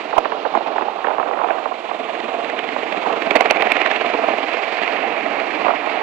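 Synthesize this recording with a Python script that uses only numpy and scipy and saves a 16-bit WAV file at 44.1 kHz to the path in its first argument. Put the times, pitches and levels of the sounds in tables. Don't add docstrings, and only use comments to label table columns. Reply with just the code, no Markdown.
import sys
import numpy as np
from scipy import signal
from scipy.fft import rfft, irfft
from scipy.io import wavfile
from scipy.ndimage import uniform_filter1d

SR = 44100
rng = np.random.default_rng(int(sys.argv[2]) if len(sys.argv) > 2 else 0)


def to_wav(s):
    ch = np.atleast_2d(s).T
    pcm = np.round(np.clip(ch, -1, 1) * 32767)
    wavfile.write(sys.argv[1], SR, pcm.astype(np.int16))


N = 265482

# t/s, deep thrum level/dB, rotor thrum level/dB, turbine roar level/dB, upper roar level/dB,
# top of the roar level/dB, lower jet hiss level/dB, upper jet hiss level/dB
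FLIGHT_LEVELS = [(0.0, -40, -24, -29, -48, -40.5, -61, -54),
                 (0.3, -35.5, -21.5, -37, -39.5, -45, -49.5, -65),
                 (0.8, -35, -21, -35.5, -37.5, -49, -51, -61.5),
                 (1.2, -39, -24, -38, -40.5, -55.5, -58.5, -58.5),
                 (1.75, -39.5, -25.5, -34.5, -40.5, -49.5, -58.5, -55.5),
                 (2.2, -33, -21.5, -31.5, -34, -55, -62, -52.5),
                 (2.7, -32, -21.5, -26, -38, -45.5, -53.5, -54.5),
                 (3.15, -29, -20.5, -27.5, -37.5, -43.5, -54, -52),
                 (3.4, -28.5, -14.5, -21.5, -42, -42.5, -50, -53),
                 (3.8, -35.5, -17.5, -18, -33.5, -48, -45.5, -55),
                 (4.2, -30.5, -18.5, -22.5, -38.5, -41.5, -47.5, -53.5),
                 (4.75, -36.5, -20, -21, -44, -36.5, -51.5, -52.5),
                 (5.05, -30.5, -18, -21, -50, -41, -52.5, -56),
                 (5.6, -29.5, -22, -21.5, -51, -38.5, -53.5, -53.5),
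                 (6.02, -34.5, -22, -23.5, -45, -39, -63, -56)]
# t/s, lead over a steady beat/blade passes, depth/dB
BLADE_THROB = [(0, -1.56, -2), (.6, -1.49, 1.5), (1.4, -0.92, -0.5), (2.0, -0.91, 1.5), (2.6, -0.65, 1),
               (3.0, -0.46, 1.5), (3.4, -0.16, 2), (3.7, -0.067, 2), (4.0, -0.27, 2), (4.2, 0.42, 0.5),
               (4.6, .38, 2), (4.8, .5, 1.3), (5.05, 0.42, 0.2), (5.25, 0.82, -0.5), (5.7, 0.92, 1),
               (6.1, 0.95, -0.3)]
# t/s, level/dB, f 1.2 ms before the peak/Hz, length/s
STRONG_PUFFS = [(0.131, -9.5, 1170, .0056), (0.139, -9, 797, .005), (0.169, -8.5, 874, .012),
                (0.1825, 1.5, 1050, .007), (0.25, -14.5, 2017, .0047), (0.258, -6, 1403, .006),
                (0.323, -10.5, 1300, .0062), (0.357, -19, 800, .01), (0.451, -15, 914, 0.0093),
                (0.458, -9.5, 897, 0.013), (0.541, -11, 804, 0.0047), (0.553, -4.5, 1150, .007),
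                (0.575, -4.5, 1086, .004), (0.611, -16, 800, .012), (0.664, -15.5, 798, 0.014),
                (0.716, -13, 810, 0.0055), (0.763, -11, 800, .007), (0.785, -8.5, 1396, 0.0082),
                (0.811, -8.5, 807, 0.0063), (0.824, -10.5, 953, 0.011), (0.884, -10, 799, .006),
                (1.048, -6, 1294, .007), (1.063, -17, 1400, .004), (1.072, -8.5, 1705, .007),
                (1.085, -9, 830, .0063), (1.107, -10, 856, .009), (1.113, -11, 940, .009),
                (1.138, -11.5, 1274, .005), (1.185, -7.5, 1055, .006), (1.201, -8, 1167, .008),
                (1.232, -13, 1300, .0097), (1.276, -13.5, 1100, .005), (1.29, -11.5, 900, .008),
                (1.313, -9.5, 900, .005), (1.376, -15, 1300, .008), (1.418, -9, 1009, 0.006),
                (1.439, -10, 1078, .005), (1.446, -8.5, 1205, .007), (1.488, -11, 1338, 0.0045),
                (1.502, -12, 898, .006), (1.509, -5.5, 1450, .006), (1.66, -9.5, 1113, .008),
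                (1.718, -13.5, 800, .013), (1.915, -9.5, 1025, .0057), (2.765, -6.5, 943, .005),
                (3.062, -11.5, 988, .011), (5.649, -10, 850, .008), (5.658, -8.5, 1150, .004),
                (5.668, -7.5, 990, .01), (5.685, -5, 1142, 0.007), (5.692, -9, 996, .008),
                (5.708, -7, 1200, .008), (5.739, -14.5, 936, .01), (5.875, -10, 880, .009)]
# f/Hz, level/dB
RIGHT_PORT_COLOUR = [(30, -62), (60, -55.5), (95, -47.5), (130, -36.5), (200, -21), (300, -9.5), (390, -7),
                     (450, -1), (540, -4), (670, 3), (790, 2), (900, -3.5), (1100, -3.5), (1500, -7),
                     (2000, -2), (2400, -0.5), (2750, -4.5), (3000, -10.5), (3300, -14), (4400, -26.5),
                     (4800, -33), (5600, -42.5), (7600, -49), (9000, -64), (11000, -74.5)]

BLADE_HZ = 20
PORT_LAG_S = .002
CRACK_S = .0055


def undb(db):
    return 10 ** (np.asarray(db) / 20)


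def curve(table):
    s, *columns = np.transpose(table)
    return [np.interp(np.arange(N) / SR, s, c) for c in columns]


def colour(x, points, size=2048):
    hz, db = np.transpose(points)
    f = np.maximum(np.arange(size // 2 + 1) * SR / size, 1)
    log_gain = np.interp(np.log(f), np.log(hz), db) * np.log(10) / 20
    cepstrum = irfft(log_gain)
    cepstrum[1:size // 2] *= 2
    cepstrum[size // 2 + 1:] = 0
    impulse = irfft(np.exp(rfft(cepstrum)))
    return signal.fftconvolve(x, impulse)[:N]


def bands(edges_hz):
    spectrum = rfft(rng.standard_normal(N))
    f = np.arange(len(spectrum)) * SR / N
    slopes = [1 / (1 + (f / hz) ** 8) for hz in edges_hz]
    below = [np.zeros(len(f))] + slopes + [np.ones(len(f))]
    parts = [irfft(spectrum * (hi - lo), N) for lo, hi in zip(below, below[1:])]
    return [p / np.std(colour(p[:N // 3], RIGHT_PORT_COLOUR)) for p in parts]


def flicker(rate, depth_db):
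    hold = max(int(SR / rate), 2)
    steps = np.repeat(rng.standard_normal(N // hold + 1), hold)
    walk = uniform_filter1d(steps, hold)[:N]
    gain = undb(depth_db * walk)
    return gain / np.sqrt(np.mean(gain ** 2))


def around(s, length):
    near = slice(max(int((s - 3 * length) * SR), 0), int((s + 4 * length) * SR))
    return near, (np.arange(N) / SR)[near] - s


def bumps(times, dbs, lengths, rise=0.62, fall=1.52):
    power = np.zeros(N)
    for s, db, length in zip(times, dbs, lengths):
        near, dt = around(s, length)
        width = length * np.where(dt < 0, rise, fall) / 2
        power[near] += undb(2 * db) * np.exp(-(dt / width) ** 2)
    return power


def wavelets(times, dbs, lengths, from_hz, to_hz, rough, band_hz, rise, fall):
    out = np.zeros(N)
    wander = np.cumsum(uniform_filter1d(rng.standard_normal(N), size=12)) * rough
    for s, db, length, f0, f1 in zip(times, dbs, lengths, from_hz, to_hz):
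        near, dt = around(s, length)
        hz = f1 * (f0 / f1) ** np.clip((.0018 - dt) / .003, -.4, 3.0)
        width = length * np.where(dt < 0, rise, fall) / 2
        shape = np.exp(-(dt / width) ** 2 / 2)
        swing = np.sin(2 * np.pi * np.cumsum(hz) / SR + wander[near])
        out[near] += np.sqrt(2) * undb(db) * shape * swing
    return signal.sosfiltfilt(signal.butter(4, band_hz, "band", fs=SR, output="sos"), out)


def aircraft(s, thump_s, thump_db, crack_db, length):
    split_hz = [350, 1450, 3300, 4200, 5400, 6400]
    chop_per_throb = [2.9, 1.23, 1.17, 1.3, 1.2, 1.2, 0.99]
    thumps = bumps(thump_s - PORT_LAG_S, thump_db, length, rise=0.55, fall=1.25)
    thumps = thumps * flicker(240, 2.6) ** 2
    cracks = bumps(s, crack_db, np.full(len(s), 0.33 * CRACK_S))
    lead, depth_db = curve(BLADE_THROB)
    swing = np.cos(2 * np.pi * (BLADE_HZ * np.arange(N) / SR + lead - .08))
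    rough = flicker(70, 0.94)
    throbs = [undb(chop * depth_db * swing) * rough for chop in chop_per_throb]
    slap_powers = (undb(-30.0) * thumps,
                   undb(-11) * thumps,
                   undb(-41.5) * thumps + undb(-6.5) * cracks,
                   undb(-43) * cracks,
                   undb(-40.5) * cracks,
                   undb(-60) * cracks,
                   undb(-64) * cracks)
    gains = []
    for db, throb, slap_power in zip(curve(FLIGHT_LEVELS), throbs, slap_powers):
        steady = undb(db) * throb * flicker(28, 0.95)
        gains.append(np.sqrt(steady ** 2 + slap_power))
    return [sum(gain * part for gain, part in zip(gains, bands(split_hz))) for _ in range(2)]


def slaps():
    # t/s, dull thump level/dB, sharp crack level/dB, length of the thump/s
    strong = [(0.558, -11, -40, 0.025), (0.672, -16.5, -29, 0.017), (0.763, -14, -31, 0.019),
              (1.947, -16, -32, 0.0077), (1.999, -16.5, -33, 0.016), (2.042, -22, -22, .015),
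              (2.095, -15.5, -24, 0.025), (2.152, -18, -19.5, .015), (2.2025, -29, -16.5, 0.018),
              (2.339, -17, -44, .036), (2.4464, -40, -17, 0.04), (2.4998, -25, -13.5, 0.017),
              (2.5916, -22, -10, 0.014), (2.641, -18, -16, .014), (2.69, -20, -17.5, 0.013),
              (2.786, -26, -22, .014), (2.855, -16, -34, .014), (2.925, -12, -13.5, 0.013),
              (2.973, -21, -20, .016), (3.016, -32, -33, 0.011), (3.128, -13, -16.5, 0.024),
              (3.165, -11, -34, 0.017), (3.2222, -18, -11.5, .015), (3.264, -13, -31, 0.017),
              (3.3095, -10, -5.5, 0.011), (3.3555, -4, -7.5, 0.0088), (3.359, -2, -7, 0.014),
              (3.3635, -7.5, -7, 0.012), (3.369, -13, -9, 0.01), (3.4088, -2.5, -3.5, .012),
              (3.4585, -7, -7.5, .011), (3.476, -17, -35, 0.0069), (3.5025, -25, -10, 0.0054),
              (3.509, -1.5, -1.5, 0.0085), (3.5609, -19, -15, .01), (3.571, -15, -12, 0.032),
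              (3.609, -11, -17, .01), (3.6232, -5.5, -6.5, .014), (3.672, -3.5, -12.5, 0.0055),
              (3.7198, -10, -2, 0.011), (3.756, -13, -19, 0.0064), (3.7685, -13, -5, 0.018),
              (3.817, -10, -8, 0.011), (3.8625, -12, -5, 0.014), (3.8745, -11, -14, 0.018),
              (3.9146, -14, -8, 0.01), (3.9625, -32, -12.5, 0.011), (4.0124, -15, -13, .015),
              (4.045, -10.5, -28, 0.013), (4.0638, -21, -15, 0.026), (4.139, -7.5, -15, 0.019),
              (4.187, -9.5, -36, 0.017), (4.236, -10.5, -35, .018), (4.285, -4.5, -30, 0.0068),
              (4.306, -10, -21, 0.017), (4.336, -7.5, -24, 0.0089), (4.385, -12, -19, 0.015),
              (4.407, -10, -31, 0.0047), (4.432, -13.5, -28, .017), (4.485, -18, -21, .014),
              (4.537, -22, -16, 0.015), (4.5706, -22, -15, 0.01), (4.817, -13, -16, .012),
              (4.826, -17, -13, 0.017), (4.834, -27, -12, .01), (4.862, -19, -22, 0.018),
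              (4.8784, -23, -12, .01), (4.924, -17.5, -19, .021), (5.262, -13, -17, .017),
              (5.4007, -19, -15.5, 0.017), (5.8612, -30, -20.5, 0.025)]
    thump_lag = 0.2064
    pass_thump_db, pass_crack_db, pass_scatter_db, pass_s = -4, -1, 3, .016
    pass_per_throb = 2.2
    _, thrum_db, roar_db, *_ = curve(FLIGHT_LEVELS)
    lead, depth_db = curve(BLADE_THROB)
    thrum_db = thrum_db + pass_per_throb * depth_db
    roar_db = roar_db + pass_per_throb * depth_db
    beat = np.floor(BLADE_HZ * np.arange(N) / SR + lead)
    at = np.flatnonzero(np.diff(beat) > 0)
    chance = rng.standard_normal((len(at), 3)).T
    faint = np.transpose([at / SR + .003 * chance[0],
                          thrum_db[at] + pass_thump_db + pass_scatter_db * chance[1],
                          roar_db[at] + pass_crack_db + pass_scatter_db * chance[2],
                          np.full(len(at), pass_s)])
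    free = np.abs(faint[:, :1] - np.array(strong)[:, 0]).min(axis=1) > .5 / BLADE_HZ
    s, thump_db, crack_db, length = np.transpose(np.vstack([strong, faint[free]]))
    return s, s + thump_lag * length, thump_db, crack_db, length


def slap_rings(s, thump_s, thump_db, crack_db, length):
    crack_hz = 2189 * np.exp(0.0567 * rng.standard_normal(len(s)))
    cracks = wavelets(s, crack_db, np.full(len(s), .9 * CRACK_S), 0.91 * crack_hz, crack_hz,
                      rough=0.27, band_hz=[700, 5200], rise=0.81, fall=0.79)
    thump_hz = np.full(len(s), 670.5)
    thumps = wavelets(thump_s, thump_db - 1.9, .65 * length, thump_hz, thump_hz,
                      rough=0.0598, band_hz=[350, 1300], rise=0.55, fall=0.85)
    return cracks + thumps


def wind():
    # t/s, level/dB
    gust_levels = [(0.0, -36), (0.25, -27), (0.4, -34), (0.65, -27.5), (1.0, -28.5), (1.36, -20.5),
                   (1.6, -21.5), (1.75, -33), (1.88, -29), (2.05, -31), (2.75, -32.5), (2.88, -28),
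                   (3.12, -21), (3.25, -40), (5.3, -28.5), (5.52, -25.5), (5.63, -24.5), (5.69, -19),
                   (5.77, -28), (6.02, -22.5)]
    wind_hz = [400, 850, 1400, 3400]
    gust_db, = curve(gust_levels)
    s, db, from_hz, length = np.transpose(np.vstack([STRONG_PUFFS, flurry(gust_db)]))
    to_hz = 760.6 * np.exp(.08 * rng.standard_normal(len(s)))
    low, body, bright, edge, _ = bands(wind_hz)
    power = undb(2 * gust_db - 3) * flicker(140, 2.85) ** 2
    power = power + bumps(s - PORT_LAG_S / 2, db - 8.0, length, rise=0.52, fall=1.7)
    tick_db = db - 24.5 + 14 * np.log2(from_hz / to_hz)
    ticks = bumps(s - .003, tick_db, np.full(len(s), .003))
    rumble = np.sqrt(power) * (undb(-10.5) * low + body + undb(-2.0) * bright)
    rumble = rumble + np.sqrt(undb(-43.5) * power + ticks) * edge
    puffs = wavelets(s, db, length, from_hz, to_hz,
                     rough=0.1016, band_hz=[330, 3900], rise=0.56, fall=1.0)
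    return colour(rumble, RIGHT_PORT_COLOUR) + puffs


def flurry(gust_db, count=270):
    per_s, over_gust_db, scatter_db = 45, 4.5, 2.5
    when, size, pitch, length = rng.standard_normal((count, 4)).T
    s = np.clip((np.arange(count) + .5 * when) / per_s, 0, (N - 1) / SR)
    db = gust_db[(s * SR).astype(int)] + over_gust_db + scatter_db * size
    free = np.abs(s[:, None] - np.array(STRONG_PUFFS)[:, 0]).min(axis=1) > .008
    return np.transpose([s, db, 1000 * np.exp(.2 * pitch), .005 * np.exp(0.32 * length)])[free]


def scene():
    # f/Hz, level/dB
    left_shadow = [(130, -6.5), (300, -7), (560, -10.5), (1100, -13.5), (1750, -22), (2500, -18),
                   (3050, -12), (3700, -17.5), (5000, -27.5), (7500, -21.5)]
    # f/Hz, level/dB
    scatter_colour = [(130, -0.5), (300, -6), (1100, -3), (2300, -3.5), (3500, -3), (6000, 5.5)]
    hits = slaps()
    direct, scattered = (colour(x, RIGHT_PORT_COLOUR) for x in aircraft(*hits))
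    direct = direct + slap_rings(*hits)
    eddies = wind()
    left = direct + colour(scattered, scatter_colour) + undb(-19.5) * eddies
    left = colour(left, left_shadow)
    return np.array([np.roll(left, 1), direct + eddies])


def record(dry):
    self_noise_db, lopsided_db, top_hz = -70.5, -36, 15700
    hiss = undb(self_noise_db) * rng.standard_normal(dry.shape)
    thud = signal.sosfilt(signal.butter(1, 12, "high", fs=SR, output="sos"), dry ** 2)
    clipped = np.clip(undb(-3.0) * dry + undb(lopsided_db) * thud + hiss, -1, 1)
    top_cut = signal.ellip(8, .2, 60, top_hz, fs=SR, output="sos")
    return np.clip(signal.sosfilt(top_cut, clipped), -1, 1)


dry = scene()
out = record(dry)
to_wav(out)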